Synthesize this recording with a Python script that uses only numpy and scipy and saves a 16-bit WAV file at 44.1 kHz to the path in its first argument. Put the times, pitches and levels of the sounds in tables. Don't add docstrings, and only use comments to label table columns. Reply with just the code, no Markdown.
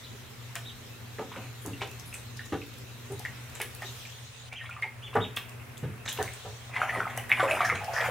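import sys
import numpy as np
from scipy import signal
from scipy.fft import rfft, irfft, next_fast_len
from scipy.io import wavfile
from scipy.ndimage import uniform_filter1d, map_coordinates

SR = 44100
rng = np.random.default_rng(int(sys.argv[2]) if len(sys.argv) > 2 else 0)


def transcribe(u):
    v = np.clip(np.atleast_2d(u).T, -1, 1)
    q = np.round(v * 32767).astype(np.int16)
    wavfile.write(sys.argv[1], SR, q)


def how_loud(loudness_db):
    steps = np.asarray(loudness_db, float) / 20
    return 10 ** steps


N = 357210

# (time [s], level [dB])
CAMERA_GAIN = [(0.0, -54), (1.46, -54), (1.96, -52.5), (2.66, -55.5), (3.45, -51.5), (4.04, -53),
               (4.29, -56.5), (4.535, -55), (4.59, -59), (4.65, -54.5), (5.46, -52), (6.09, -52.5),
               (6.25, -50), (6.56, -53), (7.24, -49), (7.56, -50.5), (7.92, -46.5), (8.1, -43)]


def unit(x):
    return x / np.sqrt(np.mean(x ** 2) + 1e-20)


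def along(points, hz):
    f, v = np.transpose(points)
    return np.interp(np.log(hz + 1), np.log(f + 1), v)


def curve(rows):
    s, values = np.transpose(rows)
    return np.interp(np.arange(N) / SR, s, values)


def wobble(rate):
    knots = rng.standard_normal(int(N * 40 / SR) + 4)
    return map_coordinates(knots, [np.arange(N) * min(rate, 40) / SR])


def filtered(x, response):
    m = next_fast_len(x.shape[-1] + 8192)
    spectrum = rfft(x, m) * response(np.fft.rfftfreq(m, 1 / SR))
    return irfft(spectrum, m)[..., :x.shape[-1]]


def band(hz, width):
    return lambda f: 1j * f * width / (hz * hz - f * f + 1j * f * width)


def add(track, s, sound):
    part = track[..., round(s * SR):][..., :sound.shape[-1]]
    part += sound[..., :part.shape[-1]]


def lumpy(length, hold, spread_db):
    levels_db = spread_db * rng.standard_normal(length // hold + 1)
    return how_loud(levels_db.repeat(hold)[:length])


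def rush(spectrum, patchy_db, alike=None):
    # (frequency [Hz], likeness [0 to 1])
    usual_likeness = [(60, 0.39), (180, 0.66), (550, 0.32), (1650, 0.36), (4970, 0.06), (15000, 0.044)]
    likeness = alike or usual_likeness
    z = signal.stft(rng.standard_normal((2, N)), nperseg=512)[2]
    patches = uniform_filter1d(rng.standard_normal(z.shape[1:]), size=6, axis=0)
    patches = uniform_filter1d(patches, size=10, axis=1)
    pair = signal.istft(z * how_loud(patchy_db * unit(patches)), nperseg=512)[1][:, :N]

    def shape(hz):
        turn = np.arccos(np.clip(along(likeness, hz), -1, 1)) / 2
        return how_loud(along(spectrum, hz)) * [np.cos(turn), np.sin(turn)]

    mid, side = filtered(pair, shape)
    return unit(np.array([mid + side, mid - side]))


def bubble(hz, t60, t, rise=0.0067, attack=0.00041):
    phase = 2 * np.pi * hz * (t + rise * t * t / (2 * t60))
    return np.sin(phase) * how_loud(-60 * t / t60) * (1 - np.exp(-t / attack))


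def camera():
    # (frequency [Hz], level [dB])
    hiss_colour = [(2060, 6.5), (3500, -3), (4740, -7), (8830, -7.5), (15800, -8.5)]
    # (frequency [Hz], level [dB])
    whirr_colour = [(1500, -30), (2600, -6), (3850, 0), (4700, -8), (6600, -6), (11000, -17), (13800, -10),
                    (15800, -22)]
    # (time [s], level [dB])
    motor_level = [(3.82, -53.5), (3.86, -45), (4.1, -49), (4.49, -52), (4.51, -112), (6.05, -93),
                   (6.1, -46.5), (6.4, -49.5), (6.7, -52.5), (6.8, -101)]
    hiss = how_loud(curve(CAMERA_GAIN) + 2.5) * rush(hiss_colour, 0.78)
    whirr = how_loud(curve(motor_level)) * rush(whirr_colour, 2.7)
    return hiss + whirr


def room_tone():
    # (frequency [Hz], level [dB])
    mains = [(120, 0), (240, -13)]
    # (frequency [Hz], level [dB per Hz])
    drone_colour = [(12, -54), (20, -34), (86, -4), (102, -0.5), (118, 0), (136, -3), (150, -30),
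                    (200, -57), (330, -120)]
    # (frequency [Hz], level [dB])
    rumble_colour = [(82, -4), (140, -7), (182, -10), (237, -7.5), (291, -14), (520, -16.5), (680, -54),
                     (1140, -120)]
    # (frequency [Hz], level [dB])
    lapping_colour = [(240, -18), (400, 11), (561, 2), (856, -11), (1760, -16), (2620, 5.5), (5000, -41),
                      (11000, -120)]
    t = np.arange(N) / SR
    gain_db = curve(CAMERA_GAIN)
    gain_db = gain_db - gain_db.mean()
    hum_db = -46.5 + 0.51 * gain_db
    lapping_db = -57 + 1.1 * gain_db
    lines = np.zeros(N)
    for hz, db in mains:
        lines += how_loud(db + 1.5 * wobble(12)) * np.sin(2 * np.pi * hz * t + .6 * wobble(8))
    drone = rush(drone_colour, 0.48, alike=[(30, 0.35), (100, 0.69)])
    hum = how_loud(hum_db + [[.7], [-.7]]) * (how_loud(2.0) * lines + how_loud(-2.5) * drone)
    rumble = how_loud(-54) * rush(rumble_colour, 2.7)
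    lapping = how_loud(lapping_db + 0.3 * wobble(9.0)) * rush(lapping_colour, 4.2)
    return hum + rumble + lapping


def tiles(x):
    # (frequency [Hz], time to fall 60 dB [s])
    echo_t60 = [(150, 0.52), (800, 0.22), (3000, 0.26), (10000, 0.29)]
    # (frequency [Hz], side level [dB])
    echo_width = [(200, -13.5), (2500, -15.5), (5000, -6), (15000, 0.5)]
    out, step = np.zeros((2, N)), int(.3 * SR)
    for start in range(0, N, step):
        hz, t, z = signal.stft(rng.standard_normal((2, SR // 3)), SR, nperseg=256)
        z = z * how_loud(-60 * t / along(echo_t60, hz)[:, None])
        z[1] *= how_loud(along(echo_width, hz))[:, None]
        mid, side = signal.istft(z, SR, nperseg=256)[1]
        tail = np.array([mid + side, mid - side]) / np.linalg.norm(mid)
        add(out, start / SR + .004, signal.fftconvolve(x[None, start:start + step], tail, axes=1))
    return out


def peeps():
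    # (time [s], length [s], top pitch [Hz], last pitch [Hz], level [dB])
    calls = [
        (0.031, 0.042, 4040, 2730, -48.5),
        (0.651, 0.051, 3880, 2750, -45.5),
        (4.554, 0.042, 3240, 1920, -41.5),
        (5.021, .064, 3490, 1920, -45),
        (5.201, 0.053, 3776, 2055, -40),
    ]
    crest, rise, roundness = .43, .62, 2.2
    out = np.zeros(N)
    for s, length, top_hz, end_hz, db in calls:
        u = np.linspace(0, 1, int(length * SR))
        before = rise * np.abs(1 - u / crest) ** roundness
        after = np.abs((u - crest) / (1 - crest)) ** roundness
        drop = np.where(u < crest, before, after)
        phase = 2 * np.pi * np.cumsum(top_hz - (top_hz - end_hz) * drop) / SR
        whistle = np.sin(phase) + 0.065 * np.sin(2 * phase)
        breath = np.abs(np.sin(np.pi * u)) ** 0.25
        add(out, s, how_loud(db + 1) * breath * whistle)
    return out


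def knocks():
    # (time [s], peak level [dB], tilt [dB per octave], gulp pitch [Hz])
    feet = [(1.185, -27.5, 1.5, 445), (1.364, -32.5, -2, 533), (1.649, -32, 0, 407), (1.673, -25, -6, 302),
            (1.815, -32, -3, 410), (2.522, -19, -5.5, 280), (3.1, -30, -5, 404), (3.118, -30, -8.5, 408),
            (5.152, -13, 0.5, 450), (5.829, -22.5, -9.5, 133), (6.187, -20.5, -2.5, 422),
            (6.448, -28, -3.5, 425), (6.963, -25, 1, 532), (7.721, -24.5, -5.5, 463)]
    # (frequency [Hz], width [Hz], level [dB])
    tub_modes = [(104.4, 14, 1), (210, 62, -8.5), (280, 19, -2.5), (394, 54, -2), (450, 45, -0.5),
                 (623, 53, -7), (763, 68, -6.5), (956, 56, -7.5), (1220, 96, -11.5), (1800, 370, -21.5)]
    out, t = np.zeros(N), np.arange(SR // 3) / SR
    t60 = 0.11
    for s, db, tilt_db, gulp_hz in feet:
        sizes_db = rng.normal(0, 1.5, len(tub_modes))

        def wall(f):
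            total = 0
            for k, (hz, width, level) in enumerate(tub_modes):
                octaves = np.clip(np.log2(hz / 350), -1.7, 1.5)
                total = total + (-1) ** k * how_loud(level + sizes_db[k] + tilt_db * octaves) * band(hz, width)(f)
            return total

        push = rng.standard_normal(len(t)) * how_loud(-60 * t / t60) * (1 - np.exp(-t / 0.0083))
        ring = filtered(push, wall)
        gulp = bubble(gulp_hz, 0.74 * t60, t, attack=0.0014)
        add(out, s, how_loud(db) * (ring / np.abs(ring).max() + 0.84 * gulp))
    return out


def droplets():
    out, t = np.zeros((2, N)), np.arange(SR // 60) / SR
    for when, pitch, size, side in rng.random((260, 4)):
        hz = 2200 * 2 ** (2.4 * pitch)
        pan = np.array([[side], [1 - side]]) ** .4
        level = how_loud(-52 - 3 * np.log(size + 0.034))
        add(out, when * N / SR, level * pan * bubble(hz, 40 / hz, t))
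    return out


def sprays():
    # (time [s], peak level [dB], centre pitch [Hz], time to fall 60 dB [s])
    bursts = [(0.555, -21, 7900, 0.018), (1.621, -32, 10300, 0.22), (1.661, -26.5, 7300, .084),
              (1.9133, -31, 7100, .05), (1.997, -27, 5700, 0.082), (2.0592, -30.5, 10000, 0.21),
              (2.141, -21, 8500, 0.15), (2.371, -25.5, 5200, 0.087), (2.4572, -28.5, 6440, 0.097),
              (3.122, -26.5, 8900, 0.098), (3.194, -28, 5940, .053), (3.553, -24.5, 7060, 0.1),
              (3.6154, -17, 10100, 0.066), (3.7495, -34, 10500, 0.049), (5.3634, -22.5, 10800, 0.058),
              (5.4935, -32, 7500, 0.036), (5.778, -29, 7000, 0.079), (6.0582, -26, 6400, 0.2),
              (6.09, -15, 6700, 0.11), (6.127, -21.5, 12600, .064), (6.227, -22.5, 6400, 0.045),
              (6.3362, -25, 7860, 0.088), (7.175, -20, 9400, 0.018), (7.2943, -27, 11100, .071),
              (7.3173, -28, 10100, .1), (7.3966, -47, 6990, .079), (7.5118, -21.5, 9550, 0.16),
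              (7.6496, -17, 5640, 0.17), (7.7547, -26, 6400, 0.086), (7.936, -23, 5400, 0.37),
              (1.425, -45, 6000, 0.047), (1.811, -38, 4600, .05), (1.875, -36, 6160, .04),
              (2.664, -36, 14500, .05), (2.738, -35, 5410, .05), (2.783, -35, 10100, .05),
              (3.057, -39, 8700, .05), (3.25, -34, 4930, .05), (3.437, -44, 6030, 0.047),
              (3.498, -38, 7190, .05), (3.599, -30, 9990, .05), (3.82, -28, 5460, .05),
              (4.529, -34, 6660, 0.047), (4.637, -37, 9000, 0.087), (4.697, -37, 7000, .05),
              (4.822, -34, 5000, .05), (5.154, -32, 8500, .06), (5.372, -23, 14500, .1),
              (7.165, -32, 9120, .06), (7.844, -26, 5170, 0.088)]
    out, t = np.zeros((2, N)), np.arange(SR // 5) / SR
    swell = (t / .009) ** 2 / (1 + (t / .009) ** 2)
    tick_shape = 1.6 * np.exp(-np.abs(t - .0105) / .0004) + .4 * np.exp(-np.abs(t - .0115) / .004)
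    for s, db, hz, t60 in bursts:
        pan_db = 2.5 - 2 * rng.standard_normal()
        drops = rng.standard_normal((2, len(t))) * lumpy(len(t), 40, 3.5)
        drops = drops + 0.28 * drops[::-1]
        fizz = unit(filtered(drops, lambda f: band(hz, 0.35 * hz)(f) ** 2))
        fizz = fizz * swell * how_loud(-60 * t / max(t60, .005))
        ticks = unit(filtered(drops, band(hz, 7000))) * tick_shape
        crispness = 1.68 / (1 + (t60 / 0.099) ** 2)
        level = how_loud(db - 15 + np.array([[pan_db / 2], [-pan_db / 2]]))
        add(out, s - .0093, level * (fizz + crispness * ticks))
    return out


def churn():
    # (time [s], level [dB], bubble pitch [Hz])
    dashes = [
        [(1.31, -37, 1690), (1.39, -44.5, 1880), (1.5, -56, 1210)],
        [(4.55, -67, 2700), (4.566, -51.5, 2600), (4.8, -49, 1490)],
        [(6.02, -78, 2080), (6.224, -37, 606), (6.33, -60, 910)],
        [(6.68, -56, 1080), (6.762, -30.5, 2100), (6.792, -32.5, 1570), (7.152, -39, 1310), (7.29, -65, 1800)],
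        [(7.29, -38, 2100), (7.454, -27.5, 760), (7.756, -31, 1900), (7.9, -44, 634), (7.978, -24, 1870),
         (8.1, -28.5, 730)],
    ]
    # (frequency [Hz], level [dB])
    foam_colour = [(200, 2), (400, -10.5), (735, 7.5), (900, -4), (2160, 4.5), (4260, -18), (9830, -9),
                   (16000, -17)]
    foam = rush(foam_colour, 5, alike=[(300, .97), (3000, .95), (5000, .5), (15000, .3)])
    out, t, now = np.zeros((2, N)), np.arange(SR // 18) / SR, np.arange(N) / SR
    for rows in dashes:
        s, level_db, centre_hz = np.transpose(rows)
        length = s[-1] - s[0]
        cloud = np.zeros(N)
        for u, pitch, size, life in rng.random((int(550 * length), 4)):
            when = s[0] + u * length
            hz = np.interp(when, s, centre_hz) * 2 ** (2.2 * (pitch - .5))
            hz = np.clip(hz, 350, 3600)
            level = how_loud(-5 * np.log(size + 0.013))
            add(cloud, when, level * bubble(hz, (4 + 12 * life) / hz, t, rise=0.057))
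        cloud /= np.sqrt(np.abs(uniform_filter1d(cloud ** 2, size=5000)) + 0.18)
        froth = filtered(foam, lambda f: 0.31 + band(np.mean(centre_hz), 2500)(f))
        froth = how_loud(-7 + 3.6 * wobble(38)) * froth
        inside = np.interp(now, [s[0], s[0] + .02, s[-1], s[-1] + .02], [0, 1, 1, 0])
        out += inside * how_loud(np.interp(now, s, level_db)) * (how_loud(-6.0) * cloud + froth)
    return out


def plinks():
    # (time [s], peak level [dB], bubble pitch [Hz], time to fall 60 dB [s])
    foot_bubbles = [(.558, -41, 686, 0.11), (3.606, -33, 444, 0.093), (3.614, -30, 2940, 0.03),
                    (3.822, -27.5, 730, 0.02), (3.845, -38, 390, 0.056), (4.527, -32, 740, 0.018),
                    (4.611, -36, 1834, 0.15), (4.71, -33, 2465, 0.04), (4.765, -35.5, 1205, 0.048),
                    (4.843, -31.5, 880, 0.068), (5.156, -7.5, 826, 0.009), (5.772, -31, 3530, 0.0073),
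                    (6.278, -24.5, 2150, 0.016), (6.455, -35, 685, 0.022), (6.817, -4.5, 1320, 0.0089),
                    (6.895, -17, 1875, 0.029), (6.949, -21, 2010, 0.02), (7.004, -9, 1360, 0.013),
                    (7.177, -20, 744, 0.021), (7.176, -20, 1970, 0.01), (7.301, -20.5, 1850, 0.022),
                    (7.312, -22, 3500, 0.0064), (7.317, 2.5, 2230, 0.0076), (7.429, -14, 544, 0.063),
                    (7.479, -28, 2587, 0.071), (7.511, -9.5, 2540, 0.012), (7.699, -10.5, 2090, 0.018),
                    (7.7, -20, 1256, 0.046), (7.758, -25, 2290, 0.028), (7.964, -18, 1810, 0.034),
                    (1.196, -25, 597, 0.028), (4.517, -40, 2250, .03), (4.66, -36, 3400, .02),
                    (4.657, -34, 2200, 0.027), (4.762, -44, 2730, .03), (4.785, -40, 1150, .03),
                    (4.834, -21.5, 2180, .03), (6.772, -28.5, 900, 0.039), (6.836, -32, 3050, 0.045),
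                    (6.832, -22.5, 776, 0.05), (6.926, -31, 1250, 0.084), (7.054, -24, 1270, 0.033),
                    (7.068, -29, 754, .04), (7.076, -26, 2060, 0.023), (7.238, -36, 1900, .03),
                    (7.397, -17.5, 725, 0.03), (7.607, -19.5, 710, 0.042), (7.632, -23.5, 747, 0.13),
                    (7.715, -18, 2080, 0.019), (7.755, -30, 4000, .02)]
    bill_dabs = [(1.81, -29, 2270, 0.019), (1.817, -12, 825, 0.0059), (1.734, -34.5, 2750, 0.024),
                 (2.127, -29, 2570, 0.011), (2.143, -24.5, 2470, 0.0085), (2.393, -27, 1806, 0.033),
                 (2.617, -30, 2570, 0.013), (3.201, -34, 770, 0.024), (3.251, -19.5, 1886, 0.021),
                 (3.612, -17, 2060, 0.0082), (4.693, -31.5, 1387, 0.037), (4.728, -37, 2670, 0.029),
                 (4.824, -19.5, 2127, 0.045), (5.16, -20.5, 1440, 0.015), (6.08, -26, 1700, 0.014),
                 (6.119, -27, 3280, .022), (6.188, -24, 970, 0.028), (6.195, -22.5, 762, 0.061),
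                 (6.738, -35, 2450, 0.029), (6.763, -17.5, 2035, 0.03), (7.184, -29, 2950, 0.028),
                 (7.4, -21.5, 1175, 0.09), (7.606, -6.5, 1180, 0.012), (7.648, -15, 1740, 0.03),
                 (7.88, -26.5, 760, 0.21), (8.004, -17, 1880, 0.027), (8.008, -22, 600, 0.04)]
    flat_slaps = [(.554, -21, 1800, 0.0081), (1.361, -62, 534, 0.021), (1.8165, -25, 2930, 0.0089),
                  (1.185, -29.5, 1700, 0.012), (1.317, -32, 980, 0.028), (2.523, -26, 750, 0.0052),
                  (3.552, -32, 1870, 0.0051), (3.601, -24.5, 780, 0.013), (3.82, -26.5, 1860, 0.017),
                  (4.052, -35, 2400, 0.033), (4.525, -33, 2360, 0.05), (5.131, -32, 1060, 0.016),
                  (7.294, -28, 1780, .02), (1.363, -34, 2190, 0.015), (6.963, -30.5, 1900, 0.08),
                  (5.367, -20, 3240, 0.017), (6.056, -28.5, 1790, 0.0099), (6.078, -19, 3800, .016),
                  (6.172, -29.5, 3200, 0.0056), (7.396, -23, 1538, 0.095), (7.511, -22.5, 641, 0.17),
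                  (7.816, -27.5, 810, 0.043)]
    out, t = np.zeros(N), np.arange(SR // 6) / SR
    for rows, wash_db in [(foot_bubbles, -33.5), (bill_dabs, -13), (flat_slaps, -1)]:
        wash_shape = how_loud(wash_db - 60 * t / 0.058) * (1 - np.exp(-t / 0.0038))
        for s, db, hz, t60 in rows:
            life = max(t60, .004)
            ring = bubble(hz, life, t)
            for pitch, late in rng.random((3, 2)):
                stray = bubble(hz * 2 ** (.5 * (pitch - .5)), 0.57 * life, t)
                add(ring, .012 * late, 0.36 * stray)
            splash = lumpy(len(t), 100, 5.3) * rng.standard_normal(len(t))
            wash = unit(filtered(splash, band(np.sqrt(hz * 1700), 2800)))
            add(out, s, how_loud(db) * (ring + wash * wash_shape))
    return out


def scene():
    # (frequency [Hz], level [dB])
    water_shade = [(100, -4), (2600, 0), (3600, -1), (4500, -9), (7000, -11.5), (16000, -23.5)]
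    water = filtered(plinks() + knocks(), lambda f: how_loud(along(water_shade, f)))
    birds = peeps()
    drops = sprays() + droplets()
    foam = churn()
    to_walls = how_loud(-3.0) * water + how_loud(1) * birds + how_loud(-4.0) * (drops + foam).mean(axis=0)
    echoes = tiles(to_walls)
    add(echoes, .012, how_loud(-13) * (water + 2 * birds))
    add(echoes, .0235, how_loud(-19.5) * (water + 2 * birds))
    return water + birds + drops + foam + echoes + room_tone() + camera()


def low_pass(x):
    return signal.sosfilt(signal.butter(12, 15750, fs=SR, output="sos"), x)


def record(dry):
    # (time [s], half length [s], depth [dB])
    dimmed_high = [(4.40, .09, 60), (4.3, .2, 14), (4.62, .06, 32), (4.75, .05, 60), (4.95, .15, 9),
                   (6.62, .1, 40), (6.5, .3, 12), (7.77, .06, 35)]
    # (time [s], half length [s], depth [dB])
    dimmed_low = [(4.59, .7, 8), (6.445, .2, 14), (7.97, .16, 14)]
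    hz, t, z = signal.stft(dry, SR, nperseg=1024)

    def holes(rows, centre_hz, width_hz):
        across = np.exp(-((hz[:, None] - centre_hz) / width_hz) ** 2)
        return across * sum(db * np.exp(-((t - s) / half) ** 2) for s, half, db in rows)

    depth_db = holes(dimmed_high, 12400, 960) + holes(dimmed_low, 293, 143)
    cleaned = signal.istft(z * how_loud(-depth_db), SR, nperseg=1024)[1][:, :N]
    mix = filtered(cleaned, lambda f: (f < 15900) * f ** 2 / (f ** 2 + 45 ** 2))
    return low_pass(mix)


dry = scene()
out = record(dry)
transcribe(out)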